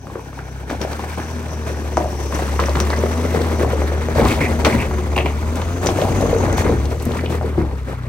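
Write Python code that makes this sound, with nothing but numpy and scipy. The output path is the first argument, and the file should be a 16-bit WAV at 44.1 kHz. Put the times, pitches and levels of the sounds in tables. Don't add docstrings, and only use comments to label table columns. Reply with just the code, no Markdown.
import sys
import numpy as np
from scipy import signal
from scipy.fft import rfft, irfft, next_fast_len
from scipy.io import wavfile
from scipy.ndimage import uniform_filter1d

SR = 44100
rng = np.random.default_rng(int(sys.argv[2]) if len(sys.argv) > 2 else 0)


def pcm_store(signal):
    levels = np.round(np.clip(np.atleast_2d(signal), -1, 1) * 32767)
    wavfile.write(sys.argv[1], SR, levels.astype(np.int16).T)


N = 356372
TIME = np.arange(N) / SR


# pitch_hz, fade_by_60_db_s
FOREST = [(100, 0.3), (1000, 0.19), (4000, 0.16), (16000, 0.064)]
# time_s, delay_ms, strength_0_to_1
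GROUND_ECHO = [(0, 1.23, 0.67), (.9, 1.27, 0.35), (1.5, 1.2, 0.24), (2.5, 1.06, 0.2), (3.3, 0.98, 0.08),
               (3.9, 1.07, 0), (4.7, 1.02, 0), (5.25, 0.91, 0.3), (6, 0.67, 0.05), (7.6, 0.84, 0.03)]
ECHO_TOP_HZ = 3180

# time_s, level_db, centre_hz
HISS = [(0, -56, 5900), (1, -52, 5840), (2.3, -45.5, 5800), (3.5, -49.5, 5830), (5, -52.5, 6380),
        (5.6, -51.5, 6393), (6.2, -43, 6450), (6.7, -44, 6300), (7.2, -75, 6010), (8.08, -71, 5907)]
# distance_from_centre_hz, level_db
HISS_SKIRT = [(20, 4), (350, 0), (700, -7), (1200, -16)]

# time_s, firing_rate_hz
FIRING = [(0.0, 67.6), (0.55, 65.3), (1.0, 75.85), (1.3, 80.63), (1.75, 75.1), (2.35, 70.8), (2.78, 71.8),
          (3.22, 81.7), (3.46, 81.15), (3.8, 72.75), (4.16, 79.86), (4.5, 78.46), (5.08, 72.38), (5.35, 74),
          (5.75, 86.73), (6.0, 93.5), (6.25, 94.2), (6.57, 87.9), (6.8, 68.6), (7.18, 82.4), (7.38, 79.4),
          (7.88, 63.96), (8.08, 61)]
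# time_s, firing_hum_db, overtones_db
ENGINE_PASS = [(0, -42, -55), (.08, -42.5, -46), (.5, -35, -42.5), (.85, -30, -41.5), (1.4, -26, -38),
               (2.3, -25, -35), (2.8, -19.5, -30), (3.7, -19, -33.5), (4.5, -23.5, -30), (5.1, -21, -30),
               (6.65, -19.5, -42.5), (6.95, -23.5, -39.5), (7.6, -21, -35.5), (8.08, -35.5, -43)]
# pitch_hz, level_db
BLOCK = [(120, 20), (145, -15), (170, -16), (210, -12.5), (238, 0), (270, -5.5), (320, -20.5), (345, -12),
         (366, -1), (385, -8.5), (410, -9), (480, -10.5), (570, -18), (700, -9.5)]
# multiple_of_firing_rate, level_db
PIPE = [(.5, -30), (1.5, 3), (2, -4.5), (2.5, -6), (3.5, -13), (4, -11.5)]
# time_s, level_db
TAIL = [(0, -44), (2, -41.5), (5, -41), (6.3, -43), (6.8, -37.5), (7.3, -33.5), (7.8, -39.5), (8.08, -33)]
CRUISE_HZ = 75
HUM_DB_PER_HZ, BLOCK_DB_PER_HZ = -0.2453, 0.4129

# time_s, stones_db, pebbles_db, grit_db
ROAD = [(0, -45, -52, -59), (.08, -35.5, -47, -48.5), (.66, -37, -42, -49), (.85, -28.5, -35.5, -41.5),
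        (1.1, -33.5, -35.5, -41), (1.55, -31.5, -38, -44.5), (2.25, -28.5, -37.5, -40.5),
        (2.7, -28, -32.5, -37), (3.55, -22, -31, -38), (4, -29, -32.5, -41.5), (4.35, -22.5, -31.5, -37),
        (5.05, -28.5, -35.5, -42.5), (5.75, -28.5, -36.5, -41.5), (6.05, -20, -33.5, -36),
        (6.6, -21, -31, -41.5), (6.95, -29, -39.5, -42.5), (7.4, -29, -38, -45), (7.55, -30, -37.5, -47.5),
        (7.8, -41, -43.5, -50.5), (8.08, -36.5, -40.5, -52.5)]
# time_s, level_db
GROUND = [(0, -52), (2.6, -42), (3.7, -42), (4.05, -36.5), (4.3, -30.5), (4.85, -30.5), (5.2, -40.5),
          (5.7, -36), (6.3, -28), (6.7, -28), (7.1, -41), (7.75, -43), (8.08, -53)]
# start_s, length_s, level_db, grit_against_stones_db
CRUNCHES = [(0.693, 0.076, -22.5, -19.5), (0.81, .05, -27.5, -20), (0.91, 0.03, -27, -11),
            (1.174, 0.049, -24, -19), (1.662, 0.076, -26, -13), (2.305, 0.23, -24.5, -12),
            (2.596, 0.049, -20, -17), (2.743, 0.15, -27, -17), (3.329, 0.13, -21.5, -17),
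            (4.148, 0.17, -15.5, -18), (4.262, 0.11, -23.5, -4.5), (4.399, 0.11, -24.5, -11.5),
            (4.645, 0.068, -14.5, -14), (4.673, 0.21, -21, -14), (5.163, 0.06, -19, -31),
            (5.246, 0.043, -19, -28), (5.544, 0.12, -24, -17.5), (5.817, 0.13, -19.5, -15),
            (5.969, 0.081, -23.5, -9.5), (6.196, 0.14, -20.5, -21), (6.385, 0.17, -18.5, -25),
            (6.566, 0.071, -23, -6), (6.637, 0.13, -18, -23), (7.06, 0.17, -27, -15.5),
            (7.167, 0.035, -23.5, -13), (7.293, 0.084, -24, -12), (7.58, 0.19, -26, -32),
            (7.868, 0.099, -24.5, -19.5)]
CRUNCH_PEAK = 0.18
CRUNCH_PEBBLES_DB = -1
# pitch_hz, level_db_per_hz
RUMBLE = [(24, -53), (31, -30), (40, -10), (48, -2.5), (62, -2.5), (100, -4), (150, -12), (250, -18)]
STONES = [(70, -22), (120, 1), (170, -1.5), (250, .5), (410, 1), (600, -4), (950, -9), (1300, -23),
          (2200, -37)]
PEBBLES = [(600, -12), (1000, 3.5), (1500, 2.5), (2150, -1.5), (2650, -11.5), (3400, -12), (4500, -17),
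           (7000, -45)]
GRIT = [(2500, 9.5), (4000, 2), (6000, 1.5), (7200, 0), (8700, 0.5), (11500, -2.5), (13500, -7),
        (16000, -7)]
CLUMP_HZ, CLUMP_LONGEST_S = 32.2, 0.14
SPRAY_DB, SPRAY_CRUNCH = -9.5, 2.04

# start_s, level_db, pitch_as_multiple_of_wheel_modes
THUMPS = [(0.703, -21.5, .7), (3.661, -17.5, 0.8), (4.184, -15, 0.96), (4.213, -10.5, 0.72),
          (4.307, -21, 0.8), (4.513, -26, .9), (4.743, -10, 0.74), (6.699, -11.5, 0.82), (7.066, -13, 0.72),
          (7.578, -7.5, 1.0)]
# pitch_hz, level_db, fade_by_60_db_s
WHEEL = [(62.6, -15, 0.072), (112.7, -6.5, 0.25), (154.5, 4.5, 0.071), (225, -2, 0.081),
         (339.4, 4.5, 0.069), (363, 2, 0.027)]
JOLT_DB, JOLT_S = -21.5, 0.048

# start_s, level_db, pitch_hz, ring_cycles
KNOCKS = [(.07, -19, 1000, 0.8), (.1, -20, 950, 1.5), (0.155, -15, 1100, 1.1), (.156, -15, 430, 1.4),
          (.169, -23, 900, 1), (0.194, -21, 905, 1.3), (.33, -23, 1100, 0.93), (.39, -14.5, 1350, 1.3),
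          (0.7, -10, 1320, 0.93), (0.704, -24, 900, 0.6), (.731, -18, 800, .8), (.829, -16, 1600, 1),
          (.849, -9.5, 604, 1.34), (.921, -16, 750, 1.2), (.933, -14, 950, 1.1), (.994, -12.5, 840, 1.4),
          (1.039, -12, 800, 1.2), (1.175, -15, 900, 0.85), (1.193, -11.5, 750, 1.2), (1.2, -14, 1500, 1.2),
          (1.49, -21, 800, 0.66), (1.673, -15, 603, 1.5), (1.745, -18.5, 1390, 1), (1.971, 1.5, 873, 0.83),
          (1.977, 0, 625, 1.1), (2.009, -9.5, 630, 2.3), (2.045, -7, 640, 1.2), (2.057, -9, 570, 2),
          (2.325, -9, 980, 0.89), (2.393, -9, 600, 0.58), (2.479, -17, 1400, 1), (2.525, -13, 700, 1.4),
          (2.593, 0.5, 1060, 0.9), (2.599, -5, 1130, 1.8), (2.614, -15, 750, 1), (2.626, -10.5, 543, 1.8),
          (2.638, -7.5, 1200, .8), (2.643, -16, 560, 1.8), (2.685, -6.5, 750, 0.58), (2.69, -7, 526, 1.6),
          (2.754, -5.5, 1060, 0.67), (2.771, -10, 1098, 0.93), (2.794, -13, 1200, 0.87),
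          (2.802, -4.5, 1110, 0.67), (2.807, -19, 430, 1.2), (2.904, -7, 564, 0.4), (2.933, -7, 900, 0.77),
          (2.985, -10.5, 488, 1.3), (3.037, -2.5, 476, 0.95), (3.184, -11, 560, 1.1),
          (3.347, -8.5, 420, 1.4), (3.392, -8, 480, 1), (3.612, -7, 457, 1), (3.632, -5, 430, 1.3),
          (3.647, -4.5, 760, 0.99), (3.733, -7, 470, 1.1), (3.819, -5, 520, 0.43), (3.919, -9, 530, 1.9),
          (3.978, -18, 684, 1.5), (4.086, -6.5, 490, 0.72), (4.181, -4.5, 434, 2.18), (4.195, -6, 505, 1.2),
          (4.217, -4, 750, 0.85), (4.243, -5, 653.3, 1), (4.255, -5, 960, 1.3), (4.26, -4, 1000, 0.8),
          (4.274, -13, 696, 1.2), (4.472, -11.5, 700, 1), (4.648, -4.5, 1240, 1.5), (4.659, 0, 1210, 1.2),
          (4.667, -1.5, 567, 1.84), (4.673, -9, 900, 1.1), (4.69, -18, 1100, 0.87), (4.702, -12, 900, 1),
          (4.741, -18, 495, 1.4), (4.912, -11.5, 885, 0.65), (5.166, -5, 848, 1), (5.178, -7, 898, 1.2),
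          (5.188, -9, 650, 1.8), (5.207, -11, 470, 1.1), (5.261, -5, 693, 1.1), (5.427, -14, 700, 0.7),
          (5.62, -11, 956, 1), (5.842, -16, 700, 1), (5.863, -8, 516, 1.34), (5.889, -0.5, 584, 0.74),
          (5.987, -3.5, 587, 1.8), (6.021, -2, 581.4, 1.3), (6.04, -14, 620, 1.5), (6.07, -9, 541, 1.25),
          (6.12, -12, 800, 1), (6.226, -6.5, 600, 1.15), (6.236, -5, 455.3, 1.8), (6.259, -6, 445, 1),
          (6.329, -3, 462.6, 1.6), (6.364, -4.5, 445.4, 1), (6.582, -5, 822, 1.2), (6.665, -7, 891, 0.68),
          (6.694, -5.5, 434, 2), (7.09, -13, 450, 1.69), (7.136, -15, 950, 0.8), (7.193, -13, 1398, 0.82),
          (7.238, -11.5, 400, 1.7), (7.412, -9.5, 601, 0.71), (7.444, -11.5, 419, 1.4),
          (7.557, -21, 650, 0.77), (7.58, -11, 555, .9), (7.615, -12.5, 905, 1.03), (7.65, -24, 699, 0.99)]
# pitch_hz, level_db
KNOCK_COLOUR = [(60, 7.5), (1500, -5.0), (3000, -6), (6000, -37), (16000, -40)]
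# start_s, level_db, pitch_hz, ring_cycles
CRACKS = [(.391, -40, 2500, 0.51), (.696, -30, 4020, .8), (0.703, -24.5, 3200, 0.47),
          (0.815, -20, 3020, 0.36), (.816, -22, 5500, 3), (.824, -30, 5600, 3), (0.932, -24, 4200, 1.1),
          (.994, -34, 2800, 1.5), (1.971, -19.5, 5500, 0.83), (1.979, -27, 5610, 2), (2.261, -32, 5900, 1),
          (2.347, -22, 5900, 2), (2.6, -17.5, 3190, 0.44), (2.615, -23, 3000, .7), (2.638, -17, 2200, 1.6),
          (2.659, -20, 5400, 1.7), (2.695, -22, 4470, 1.2), (2.756, -19.5, 3300, 0.66),
          (2.802, -12, 3400, 0.3), (2.803, -15.5, 5600, 3.6), (2.903, -17.5, 4300, 2),
          (2.964, -25, 5000, 1.5), (2.989, -27, 6100, 2.5), (3.418, -22, 4000, 0.88),
          (4.212, -23, 3287, 1.5), (4.252, -18, 3300, 0.54), (4.286, -19, 3700, 1.4),
          (4.298, -21, 3040, .7), (4.326, -19, 3300, 0.92), (4.649, -8.5, 3600, 0.57),
          (4.654, -12, 2775, 0.64), (4.662, -18, 3300, .7), (4.67, -27, 4000, .7), (5.164, -18, 2800, 0.74),
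          (5.167, -26, 7910, 0.75), (5.557, -25, 6500, 0.66), (5.618, -21.5, 2860, .6),
          (5.84, -34, 2702, .6), (5.861, -16, 6020, 1.2), (5.869, -14.5, 3000, .6), (5.871, -11, 5330, 1.7),
          (5.889, -20, 2500, .8), (6.016, -18.5, 3050, 0.67), (6.211, -23, 5290, 0.48),
          (6.385, -26, 6400, 1.2), (6.528, -22, 6100, 0.82), (6.58, -20, 4530, .6),
          (6.592, -35, 7500, 0.64), (6.85, -42, 9700, 0.67), (6.856, -24, 3777, 0.64), (7.0, -30, 3898, .6),
          (7.025, -26, 9480, 0.65), (7.054, -23, 9580, 0.61), (7.118, -25, 3200, 0.71),
          (7.155, -36, 7560, .6), (7.26, -24, 3220, 1.3)]
# pitch_hz, level_db
CRACK_COLOUR = [(300, 17), (2500, 4), (5000, -1.5), (6100, 2.5), (7200, 0), (16000, 7)]
# start_s, length_s, level_db, pitch_hz, power_that_widens_the_ring
SCRAPES = [(2.925, 0.019, -26.5, 1810, .9), (4.286, 0.055, -28.5, 2280, .95),
           (4.402, 0.07, -24.5, 2180, .85), (4.645, 0.019, -23.5, 2260, 1), (4.691, .06, -28.5, 2106, 1),
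           (4.782, 0.059, -29.5, 2320, 1), (5.16, .0097, -24, 2520, 1.1),
           (5.178, 0.0034, -16.5, 2500, 1.35), (5.184, 0.0051, -17, 2450, 1.35),
           (5.202, 0.0095, -27.5, 2550, 1.3), (5.257, 0.012, -25, 2520, 1.2), (5.277, .012, -35, 2450, 1.1),
           (6.582, 0.028, -29.5, 2093, 1.1), (7.186, 0.015, -32.5, 2010, 1.1),
           (7.259, 0.0071, -31, 2550, 1.4)]
# multiple_of_pitch, level_db_per_hz
SCRAPE_COLOUR = [(.35, -11), (.6, -22), (.8, -5), (.95, 1), (1.12, 0.5), (1.35, -15.5), (1.8, -26.5),
                 (4, -31.5), (7, -56)]
KNOCK_SETTLE_S, CRACK_SETTLE_S = 0.029, 0.01
TYRE_RING_DB, TYRE_RING_T60_S = -7, 0.034
TYRE_RING_HZ = 438
SMALL_KNOCKS_PER_S, SMALL_KNOCK_DB, SMALL_KNOCK_HZ = 16, 4.5, 987
SMALL_SETTLE_S, SMALL_RING_CYCLES = 0.017, 1.26

# pitch_hz, likeness_0_to_1
SAME = [(20, .998), (90, .995), (250, .93), (500, .82), (800, .62), (1400, .4), (2200, .6), (4200, .5),
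        (5200, .2), (7000, .3), (8400, .85), (15000, .88)]
# pitch_hz, left_minus_right_db
LEAN = [(60, 1.5), (92, 1.5), (200, 3.2), (500, 2.2), (1200, 1.2), (2100, -1.7), (3000, 2), (4200, 5),
        (5200, 7), (6200, 10), (7000, 6.5), (7700, 1.5), (8400, 0), (15000, 0)]
# pitch_hz, lead_radians
LEAD = [(60, 0.31), (400, -0.061), (1200, 0.46), (1700, 1.14), (2400, 0.55), (3300, 1.63), (4400, 0.55),
        (7400, 1.8), (8400, 0.15)]
LAG_ABOVE_HZ, LAG_S = 8400, 0.000278
EDGE_HZ = 15950


def gain_of(db):
    return 10 ** (np.asarray(db) / 20)


def evened(x):
    return x / np.sqrt(np.mean(x ** 2) + 1e-20)


def read(points, hz):
    f, value = np.transpose(points)
    return np.interp(np.log(hz + 1), np.log(f + 1), value)


def curve(rows, order=1):
    columns = np.transpose(rows)
    return np.interp(TIME, columns[0], columns[order])


def add(mix, s, sound):
    part = mix[:, max(round(s * SR), 0):][:, :sound.shape[1]]
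    part += sound[:, :part.shape[1]]


def wander(rate_hz):
    hz = np.fft.rfftfreq(N, 1 / SR)[:N // 40]
    noise = rng.standard_normal((len(hz), 2)) @ [1, 1j]
    slow = irfft(noise / (1 + (hz / rate_hz) ** 4), next_fast_len(N, True))
    return evened(slow[:N])


def colour(x, spectrum):
    hz = np.fft.rfftfreq(4096, 1 / SR) + 1
    beyond = abs(np.log2(hz / np.clip(hz, spectrum[0][0], spectrum[-1][0])))
    log_gain = np.log(gain_of(np.maximum(read(spectrum, hz) - 24 * beyond, -100)))
    both_sides = np.r_[log_gain, log_gain[-2:0:-1]]
    taps = np.fft.ifft(np.exp(np.conj(signal.hilbert(both_sides)))).real
    return signal.oaconvolve(x, taps[None, :2048], axes=1)[:, :x.shape[1]]


def spread(pair):
    size = next_fast_len(pair.shape[1] + 256, True)
    a, b = rfft(pair, size)
    same = np.clip(read(SAME, np.fft.rfftfreq(size, 1 / SR)), -1, 1)
    mid = a * np.sqrt((1 + same) / 2)
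    side = b * np.sqrt((1 - same) / 2)
    return irfft([mid + side, mid - side], size)[:, :pair.shape[1]]


def forest(x):
    taps = rng.standard_normal((2, SR // 2)) * (rng.random((2, SR // 2)) < 2000 / SR)
    taps[:, :200] = 0
    hz, t, z = signal.stft(taps, SR, nperseg=256)
    fade = gain_of(-60 * t / read(FOREST, hz)[:, None])
    tail = spread(signal.istft(z * fade, SR, nperseg=256)[1])
    return signal.oaconvolve(x, tail / np.linalg.norm(tail[0]), axes=1)[:, :N]


def ground_echo(x):
    size = next_fast_len(N, True)
    hz = np.fft.rfftfreq(size, 1 / SR)
    dull = irfft(rfft(x, size) / (1 + (hz / ECHO_TOP_HZ) ** 6), size)[:, :N]
    earlier = TIME - curve(GROUND_ECHO) / 1000
    delayed = np.array([np.interp(earlier, TIME, channel) for channel in dull])
    return curve(GROUND_ECHO, order=2) * delayed


def narrow_hiss():
    a, b = colour(rng.standard_normal((2, N)), HISS_SKIRT)
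    carrier = np.exp(2j * np.pi * np.cumsum(curve(HISS, order=2)) / SR)
    hiss = ((a + 1j * b) * carrier).real
    level = gain_of(curve(HISS) + 2.5 * wander(11))
    return level * evened(hiss) * np.array([[1], [0]])


def engine():
    rate_hz = curve(FIRING)
    turns = np.cumsum(rate_hz * (1 + 0.00428 * wander(17.5))) / SR
    throttle = rate_hz - CRUISE_HZ

    def partial(k, rough):
        jitter = (k - 1) * .08 * wander(16)
        strength = 1 + rough * wander(8.4)
        return np.sqrt(2) * strength * np.sin(2 * np.pi * (k * turns + rng.random()) + jitter)

    hum = gain_of(curve(ENGINE_PASS) + HUM_DB_PER_HZ * throttle) * partial(1, rough=0.07)
    block = sum(gain_of(read(BLOCK, k * rate_hz)) * partial(k, rough=0.25) for k in range(2, 9))
    block *= gain_of(curve(ENGINE_PASS, order=2) + BLOCK_DB_PER_HZ * throttle)
    pipe = sum(gain_of(db) * partial(k, rough=0.12) for k, db in PIPE)
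    return hum + block + gain_of(curve(TAIL)) * pipe


def wheels():
    out, t = np.zeros((2, N)), np.arange(SR // 3) / SR
    for s, db, pitch in THUMPS:
        boom = np.zeros(len(t))
        for hz, level, t60 in WHEEL:
            mode_hz = hz * pitch * rng.uniform(0.95, 1.02)
            boom += gain_of(level - 60 * t / t60) * np.sin(2 * np.pi * mode_hz * t)
        boom *= 1 - np.exp(-t / 0.0035)
        add(out, s, gain_of(db + 2.0) * boom[None] / abs(boom).max() * np.ones((2, 1)))
    return out


def grains(lo_hz, hi_hz, per_s, range_db, cycles, count=14):
    out = np.zeros((2, N))
    for hz in np.geomspace(lo_hz, hi_hz, count):
        u = np.arange(int(8 * cycles * SR / hz) + 4) * hz / SR
        chance, strength = rng.random(N), rng.exponential(1, 8192)
        at = np.flatnonzero(chance < per_s / count / SR)[:8192]
        train = np.zeros(N)
        train[at] = gain_of(range_db * np.minimum(strength[:len(at)], 3.5))
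        tick = u * np.exp(-2 * u / cycles) * np.sin(2 * np.pi * (u + rng.random((2, 1))))
        out += np.sqrt(hz) * evened(signal.oaconvolve(train[None], tick, axes=1)[:, :N])
    return evened(out)


def tyre_work():
    rolling_db = [curve(ROAD, order=1), curve(ROAD, order=2), curve(ROAD, order=3), curve(GROUND)]
    power = gain_of(rolling_db) ** 2
    for s, length, db, grit_db in CRUNCHES:
        swell = np.interp(np.arange(0, length, 1 / SR) / length, [0, CRUNCH_PEAK, 1], [0, 1, 0])
        levels_db = [[db], [db + grit_db / 2 + CRUNCH_PEBBLES_DB], [db + grit_db]]
        add(power[:3], s, gain_of(levels_db) ** 2 * swell)
    u = TIME[:SR] / JOLT_S
    for s, db, _ in THUMPS:
        add(power[3:], s, (gain_of([[db + JOLT_DB]]) * u * np.exp(1 - u)) ** 2)
    return np.sqrt(power)


def spray(grit):
    chips = grains(2100, 9500, per_s=130, range_db=4.0, cycles=2.6)
    level = gain_of(SPRAY_DB) * grit.max() * (grit / grit.max()) ** SPRAY_CRUNCH
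    return level * evened(spread(colour(chips, GRIT)))


def gravel():
    clumps = wander(CLUMP_HZ)
    clumps = evened(clumps - uniform_filter1d(clumps, size=int(CLUMP_LONGEST_S * SR)))
    strength = np.minimum(rng.exponential(1, N), 4)
    fractures = rng.standard_normal(N) * (rng.random(N) < 200 / SR) * gain_of(0.71 * strength)
    snaps = evened(np.array([fractures, 0.086 * np.roll(fractures, 9)]))

    def layer(ticks, spectrum, wash, snap, clump_db):
        sound = ticks + wash * rng.standard_normal((2, N)) + snap * snaps
        return evened(spread(colour(sound * gain_of(clump_db * clumps), spectrum)))

    rumble = evened(spread(colour(rng.standard_normal((2, N)), RUMBLE)))
    stone_ticks = grains(130, 1100, per_s=700, range_db=2.1, cycles=2.3)
    stones = layer(stone_ticks, STONES, wash=0.7, snap=0.8, clump_db=1.5)
    pebble_ticks = grains(914, 4980, per_s=900, range_db=1.9, cycles=3.0)
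    pebbles = layer(pebble_ticks, PEBBLES, wash=1.6, snap=.7, clump_db=1.6)
    grit_ticks = grains(3430, 15200, per_s=1100, range_db=3.5, cycles=2.3)
    grit = layer(grit_ticks, GRIT, wash=1.9, snap=.35, clump_db=1.4)
    stones = stones + 0.51 * ground_echo(stones)
    pebbles = pebbles + ground_echo(pebbles)
    layers = [gain_of(-1.0) * stones, gain_of(-0.22) * pebbles, gain_of(-0.95) * grit, gain_of(6.5) * rumble]
    works = tyre_work()
    return sum(work * sound for work, sound in zip(works, layers)) + spray(works[2])


def blow(hz, settle, cycles, rattle, echo):
    t = np.arange(SR // 6) / SR
    slips = rng.standard_normal((2, len(t))) * (rng.random(len(t)) < 2500 / SR)
    slips *= gain_of(-60 * t / max(settle, .004)) * (t > .002)
    drive = rattle * slips / (np.linalg.norm(slips[0]) + 1e-9)
    drive[0, 0] += 1.35
    drive[1, rng.integers(4, 90)] += echo * rng.choice([-1, 1])
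    u = t[:2048] * hz
    ring = u * np.exp(-2 * u / cycles) * np.sin(2 * np.pi * u)
    sound = spread(signal.fftconvolve(drive, np.gradient(ring)[None], axes=1))
    loudest = uniform_filter1d(sound.mean(0) ** 2, size=176).max()
    return sound / np.sqrt(loudest)


def small_knocks():
    rolling_db = curve(ROAD)
    rows = []
    for when, weak, pitch in rng.random((int(SMALL_KNOCKS_PER_S * N / SR), 3)):
        db = rolling_db[int(when * N)] + SMALL_KNOCK_DB - 6 * weak
        hz = SMALL_KNOCK_HZ * 2 ** (2 * pitch - 1)
        rows.append((when * N / SR, db, hz, SMALL_RING_CYCLES, SMALL_SETTLE_S))
    return rows


def knocks(out):
    t = np.arange(SR // 6) / SR
    for s, db, hz, cycles, settle in [(*row, KNOCK_SETTLE_S) for row in KNOCKS] + small_knocks():
        knock = blow(hz, settle, cycles, rattle=.6, echo=0.23)
        tyre_hz = TYRE_RING_HZ * rng.uniform(0.7, 1.31)
        tyre = gain_of(TYRE_RING_DB - 60 * t / TYRE_RING_T60_S) * np.sin(2 * np.pi * tyre_hz * t)
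        add(out, s, gain_of(db - 7.0) * colour(knock[:, :len(t)] + tyre, KNOCK_COLOUR))


def cracks(out):
    for s, db, hz, cycles in CRACKS:
        crack = blow(hz, CRACK_SETTLE_S, cycles, rattle=.65, echo=0.5)
        add(out, s, gain_of(db - 8.0) * colour(crack, CRACK_COLOUR))


def scrapes(out):
    t = np.arange(SR // 6) / SR
    for s, length, db, hz, width in SCRAPES:
        slips = rng.standard_normal((2, len(t))) * (0.34 + (rng.random(len(t)) < 500 / SR) * 2.9)
        slips *= np.sqrt(np.sin(np.pi * np.minimum(t / length, 1) ** 0.8).clip(0))
        slips[1] *= .6
        ring = colour(slips, [(k ** width * hz, level) for k, level in SCRAPE_COLOUR])
        add(out, s, gain_of(db) * np.sqrt(length / t[-1]) * evened(spread(ring)))


def loose_rocks():
    out = np.zeros((2, N))
    knocks(out)
    cracks(out)
    scrapes(out)
    return out


def scene():
    hits = loose_rocks() + wheels()
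    return narrow_hiss() + engine() + gravel() + hits + gain_of(-9.0) * forest(hits)


def record(dry):
    size = next_fast_len(N + 2048, True)
    hz = np.fft.rfftfreq(size, 1 / SR)
    late = np.pi * LAG_S * np.maximum(hz - LAG_ABOVE_HZ, 0)
    left = gain_of(read(LEAN, hz) / 2) * np.exp(.5j * read(LEAD, hz) - 1j * late)
    heard = irfft(rfft(dry, size) * np.array([left, 1 / left]), size)[:, :N]
    heard = heard / (1 + (heard / .93) ** 8) ** (1 / 8)
    band_limit = signal.firwin(511, EDGE_HZ, window=("kaiser", 9), fs=SR)
    return signal.oaconvolve(heard, band_limit[None], "same")


dry = scene()
out = record(dry)
pcm_store(out)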